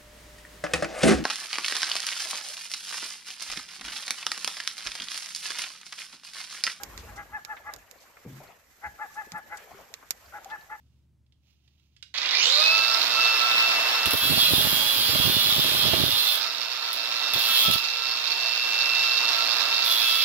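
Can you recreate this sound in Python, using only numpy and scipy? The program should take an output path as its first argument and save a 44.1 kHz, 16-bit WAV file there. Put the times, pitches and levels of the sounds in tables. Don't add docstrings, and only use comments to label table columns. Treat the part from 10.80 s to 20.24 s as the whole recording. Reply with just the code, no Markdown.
import sys
import numpy as np
from scipy import signal
from scipy.fft import rfft, irfft, next_fast_len
from scipy.io import wavfile

SR = 44100
rng = np.random.default_rng(int(sys.argv[2]) if len(sys.argv) > 2 else 0)


def wav_out(sig):
    wavfile.write(sys.argv[1], SR, np.round(np.clip(np.atleast_2d(sig).T, -1, 1) * 32767).astype(np.int16))


N = 416304
TIME = np.arange(N) / SR
GEAR_RATIO = 13 / 37


def from_db(db):
    return 10 ** (np.asarray(db) / 20)


def rms_one(x):
    return x / np.sqrt(np.mean(x ** 2) + 1e-20)


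def in_time(rows):
    s, *columns = np.transpose(rows)
    return [np.interp(TIME, s, column) for column in columns]


def gate(start, end, edge=0.005):
    rise = np.clip((TIME - start) / edge, 0, 1)
    fall = np.clip((end - TIME) / edge + 1, 0, 1)
    return rise * fall


def drift(rate_hz):
    step = 40
    pole = np.exp(-2 * np.pi * rate_hz * step / SR)
    noise = rng.standard_normal(N // step + 2002)
    slow = signal.lfilter([1], [1, -2 * pole, pole * pole], noise)[2000:]
    return np.interp(np.arange(N) / step, np.arange(len(slow)), rms_one(slow))


def colour(x, spectrum):
    hz, db = np.transpose(spectrum)
    size = next_fast_len(N)
    bins_hz = np.maximum(np.arange(size // 2 + 1) * SR / size, 1)
    gain = from_db(np.interp(np.log(bins_hz), np.log(hz), db))
    return irfft(rfft(x, size) * gain, size)[..., :N]


def resonate(x, modes):
    out = 0
    for hz, width_hz, db in modes:
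        r = np.exp(-2 * np.pi * width_hz / SR)
        edge = (1 - r * r) / 2
        section = [edge, 0, -edge, 1, -2 * r * np.cos(2 * np.pi * hz / SR), r * r]
        out = out + from_db(db) * signal.sosfilt([section, section], x + 1e-18)
    return out


def bursts(events, decay_s):
    kicks = np.zeros(N)
    for s, db in events:
        kicks[round(s * SR)] = from_db(db)
    return signal.lfilter([1], [1, -np.exp(-1 / (decay_s * SR))], kicks + 1e-18)


def swells(events):
    return sum(from_db(db) * np.exp(-((TIME - s) / half_s) ** 2) for s, half_s, db in events)


def pan(x, left_db):
    return x * from_db([[left_db / 2], [-left_db / 2]])


def balance(x, outline):
    ports = []
    for port, side in zip(x, (1, -1)):
        tilt = [(hz, side * db / 2) for hz, db in outline]
        ports.append(colour(port, tilt))
    return np.array(ports)


ROOM_T60_S, ROOM_DB = 0.29, -0.5


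def workshop(x, wet_db=0.0, late_samples=4):
    t = TIME[:SR // 2]
    tail = rng.standard_normal((2, len(t))) * from_db(-60 * t / ROOM_T60_S) * (t > .003)
    response = from_db(ROOM_DB + wet_db) * rms_one(tail) / np.sqrt(len(t))
    response[0, late_samples] += 1
    response[1, 0] += 1
    return signal.oaconvolve(x[None], response, axes=1)[:, :N]


SWITCH_ON_S = 1.34
FREE_TURNS_PER_S, ACCELERATION_TURNS_PER_S2, KNEE_SHARPNESS = 336.55, 742, 7.8
COLD_LOSS_TURNS_PER_S, WARM_UP_S = 5.9, 1.9
INERTIA_S = .06


def motor_speed(drag):
    running_s = np.maximum(TIME - SWITCH_ON_S, 0)
    top = FREE_TURNS_PER_S - COLD_LOSS_TURNS_PER_S * np.exp(-running_s / WARM_UP_S)
    ramp = ACCELERATION_TURNS_PER_S2 * running_s / top
    free = top * ramp / (1 + ramp ** KNEE_SHARPNESS) ** (1 / KNEE_SHARPNESS)
    keep = np.exp(-1 / (INERTIA_S * SR))
    sag = signal.lfilter([1 - keep], [1, -keep], drag)
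    return free, sag


def tone(turns, order, flutter_db, wobble):
    phase = 2 * np.pi * order * turns + wobble * drift(21)
    ports = [np.sin(phase + 0.84 * drift(4.3)) * from_db(flutter_db * drift(7.3)) for port in range(2)]
    return np.sqrt(2) * np.array(ports)


# (time [s], level [dB])
FAN_WHINE = [(1.8, -31), (1.876, -18.5), (2.256, -43), (2.43, -24), (2.64, -32), (2.78, -24),
             (3.026, -30.5), (3.25, -33), (5.65, -47.5), (6.72, -33.5), (7.15, -36), (7.18, -40.5),
             (8.21, -27.5), (8.74, -38.5), (9.0, -31.5), (9.15, -56), (9.248, -30), (9.44, -33.5)]
# (time [s], level [dB])
LOWER_FAN_WHINE = [(1.82, -29.5), (2.14, -29), (2.29, -46), (2.37, -24), (3.69, -48.5), (6.17, -45.5),
                   (6.96, -32), (7.57, -53.5), (8.91, -32.5), (9.44, -43.5)]
# (multiple of motor speed, level against the air gain at full speed [dB])
MOTOR_ORDERS = [(.76, -28.5), (2, -13), (2.74, -9.5), (13, -3.5), (14, -18), (16, -3.5), (37, -25),
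                (39, -28), (41, -37), (43, -31)]
WHINE_GAIN_DB, LOWER_WHINE_GAIN_DB = 2.5, -5.5
WHINE_DB_PER_LOST_TURN = -0.44


def whine(turns, speed, sag, air):
    pace = speed / speed.max()
    eighth = from_db(in_time(FAN_WHINE)[0] + WHINE_GAIN_DB) * pace ** 8
    fourth = from_db(in_time(LOWER_FAN_WHINE)[0] + LOWER_WHINE_GAIN_DB) * pace ** 3
    fan = fourth * tone(turns, order=4, flutter_db=6.5, wobble=0.4)
    fan = fan + eighth * tone(turns, order=8, flutter_db=1.0, wobble=0.16)
    rest = sum(from_db(db) * tone(turns, order, flutter_db=4.5, wobble=0.67) for order, db in MOTOR_ORDERS)
    return pan(fan * from_db(WHINE_DB_PER_LOST_TURN * sag) + air * rest * pace ** 6, left_db=0.5)


# (frequency [Hz], level [dB per Hz])
AIR_SPECTRUM = [(30, -52), (60, -38), (130, -23.5), (250, -12.5), (420, -3.5), (700, -1.5), (1150, 5),
                (1900, 3), (2700, 2), (3700, 6.5), (5400, -7.5), (6800, -15), (9000, -21), (13000, -11),
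                (16000, -15)]
# (frequency [Hz], left minus right [dB])
AIR_PORT_BALANCE = [(500, -4.5), (1300, -7), (2500, -1), (4500, -4), (6500, 13.5), (8000, 14.5),
                    (10000, 0.5), (15000, -5)]
AIR_TOP_HZ = 6200


def air_rush(turns, speed, air):
    throb = 1 + 0.038 * np.cos(2 * np.pi * turns) + 0.18 * np.cos(2 * np.pi * GEAR_RATIO * turns)
    bright = rms_one(colour(rng.standard_normal(N), AIR_SPECTRUM))
    dull = colour(bright, [(AIR_TOP_HZ, 0), (1.5 * AIR_TOP_HZ, -12)])
    hiss = dull + (bright - dull) * (speed / speed.max()) ** 2
    rush = hiss * throb * from_db(1.0 * drift(33))
    return balance(workshop(from_db(5.5) * air * rush), AIR_PORT_BALANCE)


# (frequency [Hz], width [Hz], level [dB])
GEAR_HEAD_MODES = [(2686, 350, 6.5), (3760, 100, 2), (3962, 530, 12), (4387, 260, 5.5), (4644, 550, 5),
                   (4880, 490, -4)]


def gear_rattle(turns, level, knock_s=0.0015, slop=.14):
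    swing = np.maximum.accumulate(np.floor(GEAR_RATIO * turns + slop * drift(45)))
    knocks = np.diff(swing, prepend=swing[0]) * rng.uniform(.3, 1.3, N)
    knocks += (rng.random(N) < 25 / SR) * 1.02
    decay = np.exp(-1 / (knock_s * SR))
    chatter = np.tanh(signal.lfilter([1], [1, -decay], knocks + 1e-18)) + .05
    head = rms_one(resonate(chatter * rng.standard_normal(N), GEAR_HEAD_MODES))
    head = 4 * np.tanh(head / 4)
    head = signal.sosfilt(signal.butter(4, 6500, fs=SR, output="sos"), head)
    return pan(workshop(from_db(1.5) * level * head, wet_db=-4.0), left_db=-16.5)


# (time [s], drag [motor turns per s], grit hiss [dB], ringing of disc and pipe [dB])
STEEL_PASSES = [
    [(3.26, 0, -44, -56), (3.44, 3.5, -29.5, -28), (3.66, 16, -28.5, -21.5), (3.82, 25.5, -27, -28.5),
     (4.2, 24, -29.5, -26.5), (4.72, 30, -30.5, -25.5), (4.97, 29.5, -32, -26.5), (5.22, 21.5, -33, -29.5),
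     (5.56, 16, -31, -28.5)],
    [(6.53, 0, -44, -41), (6.62, 3.5, -33.5, -28), (6.82, 9, -27, -22.5), (6.96, 1.5, -43, -34.5)],
    [(9.04, 2, -33, -31), (9.44, 5.9, -35.5, -25.5)],
]


def spells():
    out = 0
    for rows in STEEL_PASSES:
        drag, hiss_db, ringing_db = in_time(rows)
        columns = np.array([drag, from_db(hiss_db), from_db(ringing_db)])
        out = out + columns * gate(rows[0][0], rows[-1][0])
    return out


def disc_face(turns, memory, lumpy_db, fresh, size=400, order=4):
    angle = GEAR_RATIO * turns
    rims = rng.standard_normal((int(angle[-1]) + 200, size))
    rims = signal.lfilter([1], [1, -min(memory, .99)], rims, axis=0)
    high_spots = rms_one(signal.resample(rng.standard_normal(size // 25), size))
    rims = rims * from_db(lumpy_db * high_spots)
    track = signal.resample_poly(rims.ravel(), order, 1)
    rasp = np.interp(angle * size * order, np.arange(len(track)), track)
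    return (rms_one(rasp) + fresh * rng.standard_normal(N)) * (1 + 0.093 * np.cos(2 * np.pi * angle))


# (time [s], peak [dB])
DISC_BITES = [(3.2575, -18.5), (3.3085, -21), (3.3328, -20), (3.3717, -22), (3.614, -30.5), (6.13, -24),
              (6.536, -21.5), (6.59, -22), (6.912, -22), (6.9343, -17.5), (9.1114, -22), (9.284, -29)]
# (frequency [Hz], level [dB per Hz])
GRIT_SPECTRUM = [(300, -8.5), (1000, -2.5), (2200, -4), (5500, -1), (7000, 0), (8800, -7.5), (10200, 5),
                 (12400, 9), (13500, 5.5), (15000, 9.5), (16000, 4.5)]
# (frequency [Hz], width [Hz], level [dB])
DISC_AND_PIPE_MODES = [(2860, 180, -4), (3372, 194, 2), (3540, 125, 0), (3957, 217, -0.5), (4440, 79, -15),
                       (5100, 58, -8.5)]
# (frequency [Hz], left minus right [dB])
GRIT_PORT_BALANCE = [(1000, -13.5), (5000, -23), (7500, 9.5), (9000, 5), (11000, 1.5), (12500, -3),
                     (15000, -6)]
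BITE_S, BITE_SPRAY_DB, BITE_RING_DB = .0045, -4.0, -1.0


def grinding(turns, hiss, ringing):
    bite = bursts(DISC_BITES, decay_s=BITE_S)
    grit = rms_one(colour(disc_face(turns, memory=0.8, lumpy_db=4.0, fresh=0.43), GRIT_SPECTRUM))
    face = disc_face(turns, memory=0.933, lumpy_db=3.5, fresh=0.39)
    body = rms_one(resonate(face, DISC_AND_PIPE_MODES))
    spray = workshop(grit * (from_db(-1.0) * hiss + from_db(BITE_SPRAY_DB) * bite))
    ring = workshop(body * (ringing + from_db(BITE_RING_DB) * bite))
    return balance(spray, GRIT_PORT_BALANCE) + pan(ring, left_db=-5.0)


# (multiple of motor speed, level [dB])
STRAIN_ORDERS = [(2, -23), (4, -43), (12, -39), (13, -29), (14, -35), (15, -28.5), (26, -24), (32, -19)]
# (frequency [Hz], level [dB])
HOUSING_RADIATION = [(250, -38), (600, -6), (1200, -24), (2000, 14.5), (2650, 11), (3100, 10.5), (3800, 14),
                     (5200, 4.5), (7000, -3.5), (8500, -26)]
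HOWL_DB = -6


def spin_up(turns, speed, torque):
    howl = 0
    for order, db in STRAIN_ORDERS:
        level = from_db(db + 3.1 * drift(56))
        howl = howl + level * np.sin(2 * np.pi * order * turns + 0.1 * order * drift(34))
    effort = from_db(HOWL_DB) * torque ** 0.39 * (speed / speed.max()) ** 1.84
    return pan(workshop(colour(howl, HOUSING_RADIATION) * effort), left_db=-7.0)


INRUSH_DB, INRUSH_BUZZ, MAINS_HZ = -37, 0.3, 60


def inrush(torque):
    sparks = rng.standard_normal(N) * (1 + INRUSH_BUZZ * np.cos(4 * np.pi * MAINS_HZ * TIME))
    rasp = rms_one(colour(sparks, HOUSING_RADIATION)) * torque * from_db(INRUSH_DB)
    return pan(workshop(rasp, wet_db=0.5), left_db=-10.5)


# (time [s], half length [s], peak [dB])
PORT_GUSTS = [(3.275, 0.014, -36), (3.345, 0.01, -29.5), (3.54, 0.11, -37.5), (3.81, 0.2, -36.5),
              (4.41, 0.21, -37.5), (4.85, 0.24, -39), (5.18, 0.17, -37), (6.562, .02, -36),
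              (6.9, 0.041, -33)]
# (time [s], peak [dB])
PORT_PUFFS = [(3.266, -19), (3.335, -18), (3.577, -13.5), (3.735, -12.5), (3.781, -14.5), (4.35, -20),
              (4.398, -12), (4.497, -15.5), (4.782, -17), (5.137, -13), (5.2, -16)]
# (frequency [Hz], level [dB per Hz])
GUST_SPECTRUM = [(15, -45), (25, -26), (97, 0), (358, -10), (442, -10), (487, -15), (644, -8.5), (700, -17),
                 (910, -20), (1540, -120)]


def buffeting():
    lumpy = rng.standard_normal(N) * from_db(5.8 * drift(41))
    gusts = rms_one(colour(lumpy, GUST_SPECTRUM)) * swells(PORT_GUSTS)
    band = signal.butter(1, [90, 600], "band", fs=SR, output="sos")
    pressure = bursts(PORT_PUFFS, decay_s=0.0079) * (1 + 1.5 * rng.standard_normal(N))
    puffs = signal.sosfilt(np.vstack([band, band]), pressure)
    return (from_db(8.5) * gusts + from_db(4.5) * puffs) * np.array([[0], [1]])


# (time [s], half length [s], peak [dB])
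SLEEVE_RUBS = [(.03, 0.2, -80), (.69, 0.052, -74), (1.02, 0.34, -76.5)]
# (time [s], peak [dB])
TOOL_CLICKS = [(0.464, -65), (0.523, -55), (0.878, -54), (0.998, -57), (1.165, -44.5), (1.226, -27.5),
               (1.34, -30)]
# (frequency [Hz], level [dB per Hz])
CLOTH_SPECTRUM = [(290, -46), (500, -11), (1630, -14), (2760, 2), (6670, -6.5), (7360, -17), (8730, -28),
                  (15000, -13)]
CLICK_SPECTRUM = [(150, -28), (600, -39), (1500, -3), (3200, 12), (5000, 7), (8000, -8), (15000, -30)]


def handling():
    rub = rms_one(colour(rng.standard_normal(N), CLOTH_SPECTRUM)) * swells(SLEEVE_RUBS) * from_db(2.0 * drift(30))
    snap = bursts(TOOL_CLICKS, decay_s=0.0062) * rms_one(colour(rng.standard_normal(N), CLICK_SPECTRUM))
    return pan(workshop(rub + from_db(-9.5) * snap, wet_db=-6.5), left_db=-11.0)


# (frequency [Hz], level [dB per Hz])
RUMBLE_SPECTRUM = [(15, -36), (25, -12), (53, -7), (86, 3.5), (128, 8), (163, 0), (363, -13.5), (415, -21),
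                   (1630, -31), (3630, -33), (6540, -35), (15000, -41)]
HUM_HZ, HUM_DB = 72, -66.5


def room_tone():
    noise = rng.standard_normal(N) + .5 * rng.standard_normal((2, N))
    hum = np.sqrt(2) * np.sin(2 * np.pi * HUM_HZ * TIME + 0.28 * drift(2))
    fading = from_db(in_time([(0, 3), (.6, -1), (2.4, -3.5), (3.2, -32)])[0])
    rumble = from_db(-67.5) * rms_one(colour(noise, RUMBLE_SPECTRUM))
    return fading * (rumble + from_db(HUM_DB) * hum)


# (time [s], air rush [dB], gear rattle [dB])
RUNNING_NOISE = [(1.85, -38, -30), (3.07, -33.5, -35.5), (3.5, -39.5, -41), (5.17, -39, -34.5),
                 (5.99, -44.5, -39.5), (6.73, -38.5, -34), (7.09, -43, -36.5), (8.66, -37, -31.5),
                 (9.44, -40.5, -33.5)]
AIR_DB, AIR_LOAD_DB, AIR_SPEED_POWER = -0.5, -3, 0.24
RATTLE_DB, RATTLE_LOAD_DB, RATTLE_SPEED_POWER = 1.22, -2.5, 0.33
FULL_LOAD_HISS_DB = -20


def scene():
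    drag, hiss, ringing = spells()
    free, sag = motor_speed(drag)
    speed = free - sag
    turns = np.cumsum(speed) / SR
    pace = speed / speed.max()
    pull = np.gradient(free).clip(0)
    torque = pull / pull.max()
    load = np.clip(hiss / from_db(FULL_LOAD_HISS_DB), 0, 1)
    on = gate(SWITCH_ON_S, TIME[-1])
    air_db, rattle_db = in_time(RUNNING_NOISE)
    air = on * from_db(air_db + AIR_DB + AIR_LOAD_DB * load) * pace ** AIR_SPEED_POWER
    rattle = from_db(rattle_db + RATTLE_DB + RATTLE_LOAD_DB * load) * pace ** RATTLE_SPEED_POWER
    tool = whine(turns, speed, sag, air * from_db(-2.5 * load))
    tool += air_rush(turns, speed, air) + gear_rattle(turns, rattle)
    tool += grinding(turns, hiss, ringing)
    tool += spin_up(turns, speed, torque) + inrush(torque)
    return tool + buffeting() + handling() + room_tone()


def record(dry):
    return signal.sosfilt(signal.ellip(10, .2, 80, 15700, fs=SR, output="sos"), dry)


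dry = scene()
out = record(dry)
wav_out(out)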